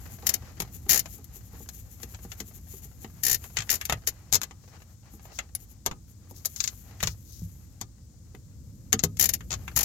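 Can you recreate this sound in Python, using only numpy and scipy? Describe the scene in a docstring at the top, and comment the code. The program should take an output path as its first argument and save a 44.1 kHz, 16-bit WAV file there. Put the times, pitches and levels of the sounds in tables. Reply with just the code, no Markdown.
"""Ratchet driver in a car footwell

A small ratchet driver backs screws out of a plastic trim panel, close by, over a low cabin hum.
The pawl rattles over its teeth on each back-swing; the bit knocks and skitters on screw heads
and the panel thuds in its modes. Fingers rub as they spin the shaft; one freed screw pings."""
import sys
import numpy as np
from scipy import signal
from scipy.fft import rfft, irfft, next_fast_len
from scipy.io import wavfile
from scipy.ndimage import map_coordinates

SR = 44100
rng = np.random.default_rng(int(sys.argv[2]) if len(sys.argv) > 2 else 0)


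def wav_record(signal):
    """Record a signal, one row per channel, as 16-bit PCM in the file named by sys.argv[1]."""
    frames = np.transpose(np.atleast_2d(signal))
    bounded = np.clip(frames, -1, 1)
    # unit amplitude maps onto the largest positive 16-bit level
    quanta = np.round(bounded * 32767).astype(np.int16)
    wavfile.write(sys.argv[1], SR, quanta)


N = 433944
RING_SAMPLES, TOP_HZ = 4096, 15900

# Level curves. Each row: time in seconds, level in dB.
HUM_CURVE_DB = [(0.0, -47), (0.87, -47), (1.31, -50), (3.23, -49.5), (4.85, -54), (7.48, -49.5),
                (7.97, -52.5), (9.21, -43.5), (9.84, -44)]
GRIP_CURVE_DB = [(0, -52), (1, -57), (1.3, -61), (2.3, -56.5), (2.6, -65.5), (3.25, -61.5), (3.72, -54.5),
                 (4.3, -62), (4.8, -58.5), (5, -66.5), (5.31, -53), (5.6, -71.5), (6.7, -63.5), (7, -54.5),
                 (7.2, -70), (8.2, -73), (9.35, -75), (9.84, -45.5)]
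PALM_CURVE_DB = [(0, -52), (.57, -62.5), (.96, -54.5), (1.25, -64.5), (1.6, -58.5), (3.05, -60.5),
                 (3.45, -53.5), (3.75, -52), (4, -63), (4.5, -70.5), (6.3, -71), (6.52, -49.5), (6.82, -54),
                 (6.95, -63.5), (7.45, -55.5), (7.9, -74.5), (9.1, -66.5), (9.84, -55)]

# Spectra. Each row: frequency in Hz, level in dB.
HUM_SPECTRUM_DB = [(15, -71), (25, -37), (32, -29), (40, -12), (56, 2), (91, 1.5), (108, 0.5), (129, -6),
                   (162, -8), (221, -12.5), (281, -18), (335, -21), (379, -31), (500, -28), (650, -37),
                   (1100, -120)]
HISS_SPECTRUM_DB = [(300, -6), (1000, 1), (2800, -6), (5000, 5), (7000, 9.5), (9500, -2), (12500, -14),
                    (16000, -3)]
GRIP_SPECTRUM_DB = [(100, -22), (300, 8), (800, 12), (1500, 9), (3000, 3.5), (7000, 3), (9000, -18)]
SKIN_SPECTRUM_DB = [(300, -43), (2000, -17), (5000, -16), (7000, -1.5), (8800, -19), (10500, -8.5),
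                    (12300, 0.5), (14000, -6), (16000, -13.5)]
BRUSH_SPECTRUM_DB = [(1470, -70), (2500, -38), (2640, -21), (3920, -8), (6250, 1.5), (9150, -16.5),
                     (12500, -9.5), (16000, -9)]
TRIM_SPECTRUM_DB = [(100, 5.5), (400, 4), (900, 5.5), (1300, 5), (2100, 3), (3200, 4), (5000, -1.5),
                    (6900, 8), (8700, -7), (11500, 11.5), (13000, 11.5), (16000, -4.5)]
RASP_SPECTRUM_DB = [(200, -11), (400, -3.5), (1200, -6), (1900, 2), (3000, -6.5), (6500, 2.5), (8500, -13),
                    (12000, -3.5), (16000, -16.5)]
CLICK_SPECTRUM_DB = [(150, -7.5), (400, -10.5), (1200, -13.5), (1900, -5), (3000, -5), (5000, 3), (6800, 9),
                     (8500, -6), (10000, -0.5), (11500, 10.5), (13000, 9.5), (16000, -1.5)]

# Modes. Each row: frequency in Hz, level in dB, T60 in seconds.
FLEX_MODES = [(58.6, -2, 0.21), (84, -6, 0.25), (103.5, 0.5, 0.34), (128, -4, 0.19), (166.3, -1, 0.19)]  # panel bending
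SHELL_MODES = [(211, -0.5, 0.17), (266.4, -8.5, 0.25), (332.5, -4.5, 0.084), (388, -1.5, 0.11),
               (462.4, -2.5, 0.094), (700, -16, 0.1), (803, -5.5, 0.068), (1200, -13, 0.048)]  # panel as a hollow shell
BRACKET_MODES = [(932, -5, 0.059), (1233, -15, 0.15), (1740, -13, 0.098), (2154, -5.5, 0.062),
                 (2610, -0.5, 0.02), (3186, -35.5, 0.081), (3520, -1.5, 0.048), (4950, 3, 0.016),
                 (6586, -4.5, 0.049)]
SCREW_MODES = [(10680, -1, 0.028), (10870, -2, 0.039), (12020, -8, 0.039)]
# Steel ratchet head. Each row: frequency in Hz, level in dB.
HEAD_MODES = [(1830, -1.5), (2076, -10.5), (5517, -9), (6370, 3.5), (6741, 8), (7059, 9.5), (10930, 2),
              (11450, -2), (12810, -16)]

# Footwell decay. Each row: frequency in Hz, T60 in seconds.
FOOTWELL_T60_S = [(150, 0.19), (800, 0.063), (3000, 0.072), (7000, 0.048), (14000, .043)]
# Peaks and dips under the dash. 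Each row: centre in Hz, width in Hz, gain in dB.
CAVITY_BANDS = [(403.5, 235, 3), (560, 73, -3.5), (797, 156, 5), (923, 200, -3.5), (1516, 46, -2.5),
                (1924, 67, 2.5), (2000, 100, 2), (3490, 380, -5)]
# Stereo likeness. Each row: frequency in Hz, left-right correlation.
CORRELATION = [(100, .89), (400, .8), (900, .5), (2000, .1), (6000, 0)]
# Stereo balance. Each row: frequency in Hz, left minus right in dB.
BALANCE_DB = [(300, 0.5), (1000, 1), (2500, 4.5), (5000, 12), (7000, 16), (8800, 3), (12000, 17.5),
              (15500, 0.5)]

# Hand and arm brushing the trim. Each row: start in seconds, length in seconds, level in dB.
ARM_BRUSHES = [(4.55, 0.24, -61), (5.3, .13, -47.5), (6.32, 0.12, -53), (6.53, 0.19, -41), (6.97, .19, -41),
               (7.2, .3, -52.5)]
# Fingers spinning shaft or screw. Each row: start in seconds, length in seconds, strokes, level in dB.
FINGER_SPINS = [(.09, 0.098, 1, -49.5), (0.702, .1, 1, -41.5), (1.056, 0.16, 1, -51), (1.313, .2, 2, -48.5),
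                (1.53, 0.32, 2, -48), (1.886, .28, 3, -50), (2.201, .4, 5, -48.5), (2.64, 0.2, 1, -50.5),
                (2.808, .08, 1, -46.5), (2.99, 0.073, 1, -47.5), (3.402, 0.1, 1, -47.5),
                (4.76, .21, 2, -59.5), (5.089, .21, 2, -53.5), (5.578, .18, 2, -55), (6.06, 0.086, 1, -56),
                (6.277, .13, 2, -53.5)]
# Panel excitation. Each row: start in seconds, level in dB.
PANEL_PUSHES = [(0.609, -32.5), (2.25, -38), (3.578, -34.5), (3.929, -32), (4.329, -34), (7.029, -27.5),
                (7.077, -31), (7.419, -30), (8.935, -31.5), (9.036, -25), (9.52, -33), (9.759, -35)]
TOOL_BUMPS = [(0.231, -39), (0.341, -39), (0.603, -35), (0.865, -37.5), (1.185, -44), (1.533, -44),
              (1.604, -38.5), (2.032, -35), (2.249, -39.5), (2.404, -33), (2.738, -44), (3.045, -36),
              (5.138, -41.5), (8.346, -41), (8.936, -21), (9.036, -24.5)]
# Bit, screw or hand on the trim. 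Each row: time in seconds, then level, hollow, clack and edge in dB.
TRIM_KNOCKS = [(1.058, -29, -4.5, -11, -17), (1.243, -38, -27, -20.5, -1), (1.689, -27, -16, -18.5, -8),
               (2.0317, -26, -24, -14.5, -9.5), (2.146, -31.5, -10.5, -12, -28),
               (2.3181, -26.5, -15, -12, -16), (2.4023, -21.5, -16, -15.5, -13),
               (3.0453, -37.5, 1, -3, -28), (3.4402, -35.5, -4, -5.5, -2), (3.693, -17, -40, -7, -24),
               (3.8128, -25, -18, -3, -7), (3.8531, -19.5, -40, -16, -5), (4.51, -38, 0.5, -7, -24),
               (4.82, -44.5, -4, -7, -18), (5.254, -45, 4, -6, -16), (5.3887, -19, -11, -6.5, -19),
               (5.8621, -12, -5.5, -15, -11), (5.9125, -30.5, 7.5, -6, -18.5), (6.3106, -42, 9, -28, -5),
               (6.4494, -25.5, -17, -16, -10), (6.4565, -13.5, -22, -29, -4), (6.5617, -22, -26, -22, -15),
               (7.004, -27.5, -23, -4, -18), (7.0285, -16.5, -6, -10, -6), (7.8128, -18, -10, -20, -18.5),
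               (8.3492, -43.5, -1, -5, -10), (8.929, -5, -16, -14.5, -12.5),
               (8.992, -15.5, -22, -21.5, -26), (9.0371, -7.5, -15.5, -20, -8), (9.17, -29, -23, -19, -11),
               (9.407, -38, -0.5, -2.5, -13), (9.679, -30, -6, -1, -14)]
# Bit skittering on a screw head. Each row: start in seconds, contacts, gap in seconds,
# then first level, step per contact, hollow, clack and edge in dB.
BIT_RATTLES = [(.602, 2, 0.018, -17.5, -7, -8.5, -13, -4.5),
               (3.5699, 4, 0.017, -12.5, -4.5, -20, -9, -23.5), (3.897, 2, 0.027, -17, 0.5, -2, -4, -10.5),
               (4.3265, 4, 0.0091, -9, 1, -18.5, -22, -10.5), (4.416, 2, .0171, -20, 0.5, -14, -13.5, -10),
               (6.604, 3, 0.036, -10, -1.5, -30, -21, -23), (7.0352, 2, 0.037, -14.5, 0, -15.5, -12, -17),
               (9.506, 4, 0.011, -21, 1, -13, -15.5, -22), (9.772, 3, .021, -23.5, -2, -2, -6, -16)]
# Ratchet back-swings. 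Each row: start in seconds, length in seconds, teeth, slowing from 0 to 1,
# level in dB, fade over the swing in dB.
BACK_SWINGS = [(0.2668, 0.072, 3, .67, -13, 2.5), (.8925, .0995, 9, .5, -12.5, 5.5),
               (3.234, 0.11, 8, 0.01, -17.5, -2), (3.7004, 0.053, 5, 0.06, -16, 8),
               (4.0719, 0.014, 2, 0, -14.5, 9), (9.1955, .06, 5, 0.06, -13, 3),
               (9.2898, .046, 2, 0, -16, -0.5), (9.7615, 0.068, 5, 0.43, -14.5, 4)]


def amp(db):
    """Decibels to gain."""
    return np.exp(np.asarray(db) * np.log(10) / 20)


def unit_rms(x):
    """Scale to rms 1."""
    return x / np.sqrt(np.mean(x ** 2) + 1e-20)


def at_hz(points, hz):
    """(Hz, value) points read on a log axis."""
    knots_hz, values = np.transpose(points)
    return np.interp(np.log(hz + 1), np.log(knots_hz), values)


def curve(rows):
    """One value per sample from (s, value) rows."""
    return np.interp(np.arange(N) / SR, *np.transpose(rows))


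def wobble(rate_hz):
    """Smooth random curve with knots at rate_hz."""
    knots = rng.standard_normal(int(N * rate_hz / SR) + 4)
    return map_coordinates(knots, [np.arange(N) * rate_hz / SR])


def add(track, start_s, sound):
    """Mix a sound into the track."""
    part = track[:, max(round(start_s * SR), 0):][:, :sound.shape[-1]]
    part += sound[..., :part.shape[1]]


def swells(rows):
    """Gain of rubs that swell and fade."""
    gain = np.zeros((1, N))
    for start_s, length_s, db in rows:
        add(gain, start_s, amp(db) * np.hanning(round(length_s * SR)))
    return gain


def filtered(x, response):
    """Zero-phase filter; response maps Hz to gain."""
    size = x.shape[-1]
    padded = next_fast_len(size + RING_SAMPLES)
    return irfft(rfft(x, padded) * response(np.fft.rfftfreq(padded, 1 / SR)), padded)[..., :size]


def min_phase(x, response_db):
    """Causal filter: nothing sounds before the blow."""
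    cepstrum = irfft(np.log(amp(response_db(np.fft.rfftfreq(RING_SAMPLES, 1 / SR)))))
    cepstrum[1:RING_SAMPLES // 2] *= 2
    cepstrum[RING_SAMPLES // 2 + 1:] = 0
    impulse = irfft(np.exp(rfft(cepstrum)))
    return signal.fftconvolve(x, impulse[None], axes=1)[:, :x.shape[1]]


def stereo_noise(size):
    """White noise, alike left and right in the bass, unrelated in the treble."""
    angle = np.arccos(at_hz(CORRELATION, np.fft.rfftfreq(size, 1 / SR))) / 2
    mid, side = irfft(rfft(rng.standard_normal((2, size))) * [np.cos(angle), np.sin(angle)], size)
    return np.array([mid + side, mid - side])


def shaped_noise(spectrum_db):
    """Coloured stereo noise of rms 1."""
    white = stereo_noise(next_fast_len(N))[:, :N]
    return unit_rms(filtered(white, lambda hz: amp(at_hz(spectrum_db, hz))))


def ring(comb_gain=0.55):
    """One contact: dense footwell modes, treble dying first; a short random delay varies the colour."""
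    hz, t, frames = signal.stft(stereo_noise(RING_SAMPLES), SR, nperseg=128)
    decay = amp(-60 * t / at_hz(FOOTWELL_T60_S, hz)[:, None])
    tail = signal.istft(frames * decay, SR, nperseg=128)[1][:, :RING_SAMPLES]
    lag = round(rng.uniform(0.0006, 0.0022) * SR)
    delayed = np.pad(tail, ((0, 0), (lag, 0)))[:, :RING_SAMPLES]
    return (tail + comb_gain * delayed) / np.hypot(1, comb_gain)


def modes(table, spread_db, detune, size=RING_SAMPLES):
    """Damped sines of an object, struck at new strengths each time."""
    t = np.arange(size) / SR
    out = np.zeros(size)
    for hz, db, t60_s in table:
        envelope = amp(db + rng.normal(0, spread_db) - 60 * t / t60_s)
        out += envelope * np.sin(2 * np.pi * (hz * rng.normal(1, detune) * t + rng.random()))
    return out


def cabin(hum_db=3, hiss_db=-64):
    """Low hum and a faint even hiss."""
    hum = amp(curve(HUM_CURVE_DB) + hum_db) * shaped_noise(HUM_SPECTRUM_DB)
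    return hum + amp(hiss_db) * shaped_noise(HISS_SPECTRUM_DB)


def grip(ticks_per_s=11, tick_db=3, rustle_db=-6, flutter_db=4.5):
    """The tool creaks in the grip: tiny random ticks over an uneven rustle."""
    ticks = np.zeros((2, N))
    for position, chance in rng.random((int(ticks_per_s * N / SR), 2)):
        accent_db = min(-np.log(chance), 3)
        add(ticks, position * N / SR, amp(tick_db + accent_db) * ring())
    creak = min_phase(ticks, lambda hz: at_hz(GRIP_SPECTRUM_DB, hz))
    rustle = amp(rustle_db + flutter_db * wobble(16)) * shaped_noise(GRIP_SPECTRUM_DB)
    return amp(curve(GRIP_CURVE_DB)) * (creak + rustle)


def finger_strokes(scatter_db=2.5):
    """(start s, length s, dB) of each stroke, uneven in pressure."""
    return [(start_s + k * length_s / count, length_s / count, db + rng.normal(0, scatter_db))
            for start_s, length_s, count, db in FINGER_SPINS for k in range(count)]


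def rubbing(strokes, stroke_db=1):
    """Fingers slide on the shaft, the palm rubs the handle, the arm brushes the trim."""
    skin_gain = np.hypot(amp(curve(PALM_CURVE_DB)), amp(stroke_db) * swells(strokes))
    grain = amp(1.8 * wobble(500) + 1.2 * wobble(70))  # skin ridges catch and slip
    skin = skin_gain * shaped_noise(SKIN_SPECTRUM_DB)
    arm = swells(ARM_BRUSHES) * shaped_noise(BRUSH_SPECTRUM_DB)
    return grain * (skin + arm)


def panel(events, table, level_db, attack_s):
    """A soft push sets the plastic swinging in its modes."""
    out, size = np.zeros((2, N)), 2 * RING_SAMPLES
    onset = 1 - np.exp(-np.arange(size) / SR / attack_s)
    for start_s, db in events:
        add(out, start_s, amp(db + level_db) * onset * modes(table, spread_db=2.5, detune=0.028, size=size))
    return out


def screw_drop(start_s=5.551, ping_db=-22, tick_db=-32):
    """The freed screw drops into the hand with one thin, high ping."""
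    out = np.zeros((2, N))
    tick = min_phase(ring(), lambda hz: at_hz(CLICK_SPECTRUM_DB, hz))
    ping = modes(SCREW_MODES, spread_db=3, detune=0)
    add(out, start_s, amp(ping_db) * ping + amp(tick_db) * tick)
    return out


def contacts():
    """Single knocks, plus each rattle as an even run of knocks."""
    rattles = [(start_s + k * gap_s, db + k * step_db, *colour_db)
               for start_s, count, gap_s, db, step_db, *colour_db in BIT_RATTLES for k in range(count)]
    return list(TRIM_KNOCKS) + rattles


def knocks(level_db=-6, bracket_db=-11, crack_db=-1, graze_db=-22, graze_s=0.006):
    """The tool grazes, then lands with a crack: hollow if blunt, hard-edged if metal meets metal."""
    out = np.zeros((2, N))
    crack = 1 + amp(crack_db) * np.exp(-np.arange(RING_SAMPLES) / SR / 0.00086)
    for time_s, db, hollow_db, clack_db, edge_db in contacts():
        colour_db = [(500, hollow_db + 2), (900, hollow_db + 5), (1600, clack_db + 8),
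                     (2800, clack_db + 8), (4500, 0.0031), (7500, 0.0009), (10500, edge_db)]
        bracket = np.array([modes(BRACKET_MODES, spread_db=3.5, detune=0.0238) for side in "LR"])
        blow = amp(graze_db) * ring()
        add(blow, graze_s, crack * ring() + amp(bracket_db) * bracket)
        knock = min_phase(blow, lambda hz: at_hz(TRIM_SPECTRUM_DB, hz) + at_hz(colour_db, hz))
        add(out, time_s - graze_s, amp(db + level_db) * knock)
    return out


def pawl_rasp(level_db=-17, ref_teeth_per_s=80, rough_db=3, overrun_s=0.012):
    """The pawl drags over the wheel; amplitude grows with the square of the speed."""
    rubs = []
    for start_s, length_s, count, _, db, _ in BACK_SWINGS:
        speed = (count - 1) / length_s / ref_teeth_per_s
        rubs.append((start_s, length_s + overrun_s, db + 40 * np.log10(speed)))
    return swells(rubs) * amp(level_db + rough_db * wobble(600)) * shaped_noise(RASP_SPECTRUM_DB)


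def teeth(scatter_db=1):
    """(s, dB) of each pawl snap; the gaps widen as a swing slows."""
    return [(start_s + length_s * u * (1 - slowing * (1 - u)), db - fade_db * u + rng.normal(0, scatter_db))
            for start_s, length_s, count, slowing, db, fade_db in BACK_SWINGS
            for u in np.linspace(0, 1, count)]


def ratchet(level_db=-2, steel_db=-16, steel_t60_s=0.053, share=0.55, slide_db=-25, slide_s=0.0051):
    """The pawl slides up a tooth and snaps onto the steel head; all clicks share part of their ring."""
    clicks, tones = np.zeros((2, N)), np.zeros((2, N))
    t = np.arange(RING_SAMPLES) / SR
    onset = 1 - np.exp(-t / 0.00076)
    shared_ring = ring()
    for time_s, db in teeth():
        add(clicks, time_s - slide_s, amp(db + slide_db) * ring())
        snap = np.sqrt(share) * shared_ring + np.sqrt(1 - share) * ring()
        add(clicks, time_s, amp(db) * onset * snap)
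        steel = sum(amp(mode_db + rng.normal(0, 3)) * np.sin(2 * np.pi * (hz * t + rng.random((2, 1))))
                    for hz, mode_db in HEAD_MODES)
        add(tones, time_s, onset * steel * amp(db + steel_db - 60 * t / steel_t60_s))
    return amp(level_db) * (min_phase(clicks, lambda hz: at_hz(CLICK_SPECTRUM_DB, hz)) + tones)


def cavity_db(hz):
    """Resonant colour of the space under the dash."""
    return sum(db / (1 + (2 * (hz - centre_hz) / width_hz) ** 2)
               for centre_hz, width_hz, db in CAVITY_BANDS)


def balance(hz):
    """Constant-power gains: the left channel is brighter, with peaks near 7 and 12 kHz."""
    gains = np.array([np.ones_like(hz), amp(-at_hz(BALANCE_DB, hz))])
    return gains / np.sqrt(np.mean(gains ** 2, axis=0))


def scene():
    """Tool under the dash, panel, hand and cabin; each finger stroke nudges the panel."""
    tool = min_phase(ratchet() + pawl_rasp() + knocks() + screw_drop() + grip(), cavity_db)
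    strokes = finger_strokes()
    thuds = panel(PANEL_PUSHES, FLEX_MODES, level_db=-1, attack_s=0.0023)
    bumps = panel(TOOL_BUMPS, SHELL_MODES, level_db=-6.5, attack_s=0.00048)
    mid_strokes = [(start_s + length_s / 2, db) for start_s, length_s, db in strokes]
    nudges = panel(mid_strokes, SHELL_MODES, level_db=-9, attack_s=0.0011)
    return filtered(tool + thuds + bumps + nudges + rubbing(strokes) + cabin(), balance)


def record(dry):
    """Soft limit on the highest peaks, then a steep low-pass."""
    rounded = dry / (1 + (dry / 0.95) ** 8) ** (1 / 8)
    return filtered(rounded, lambda hz: 1 / np.sqrt(1 + (hz / TOP_HZ) ** 160))


dry = scene()
out = record(dry)
wav_record(out)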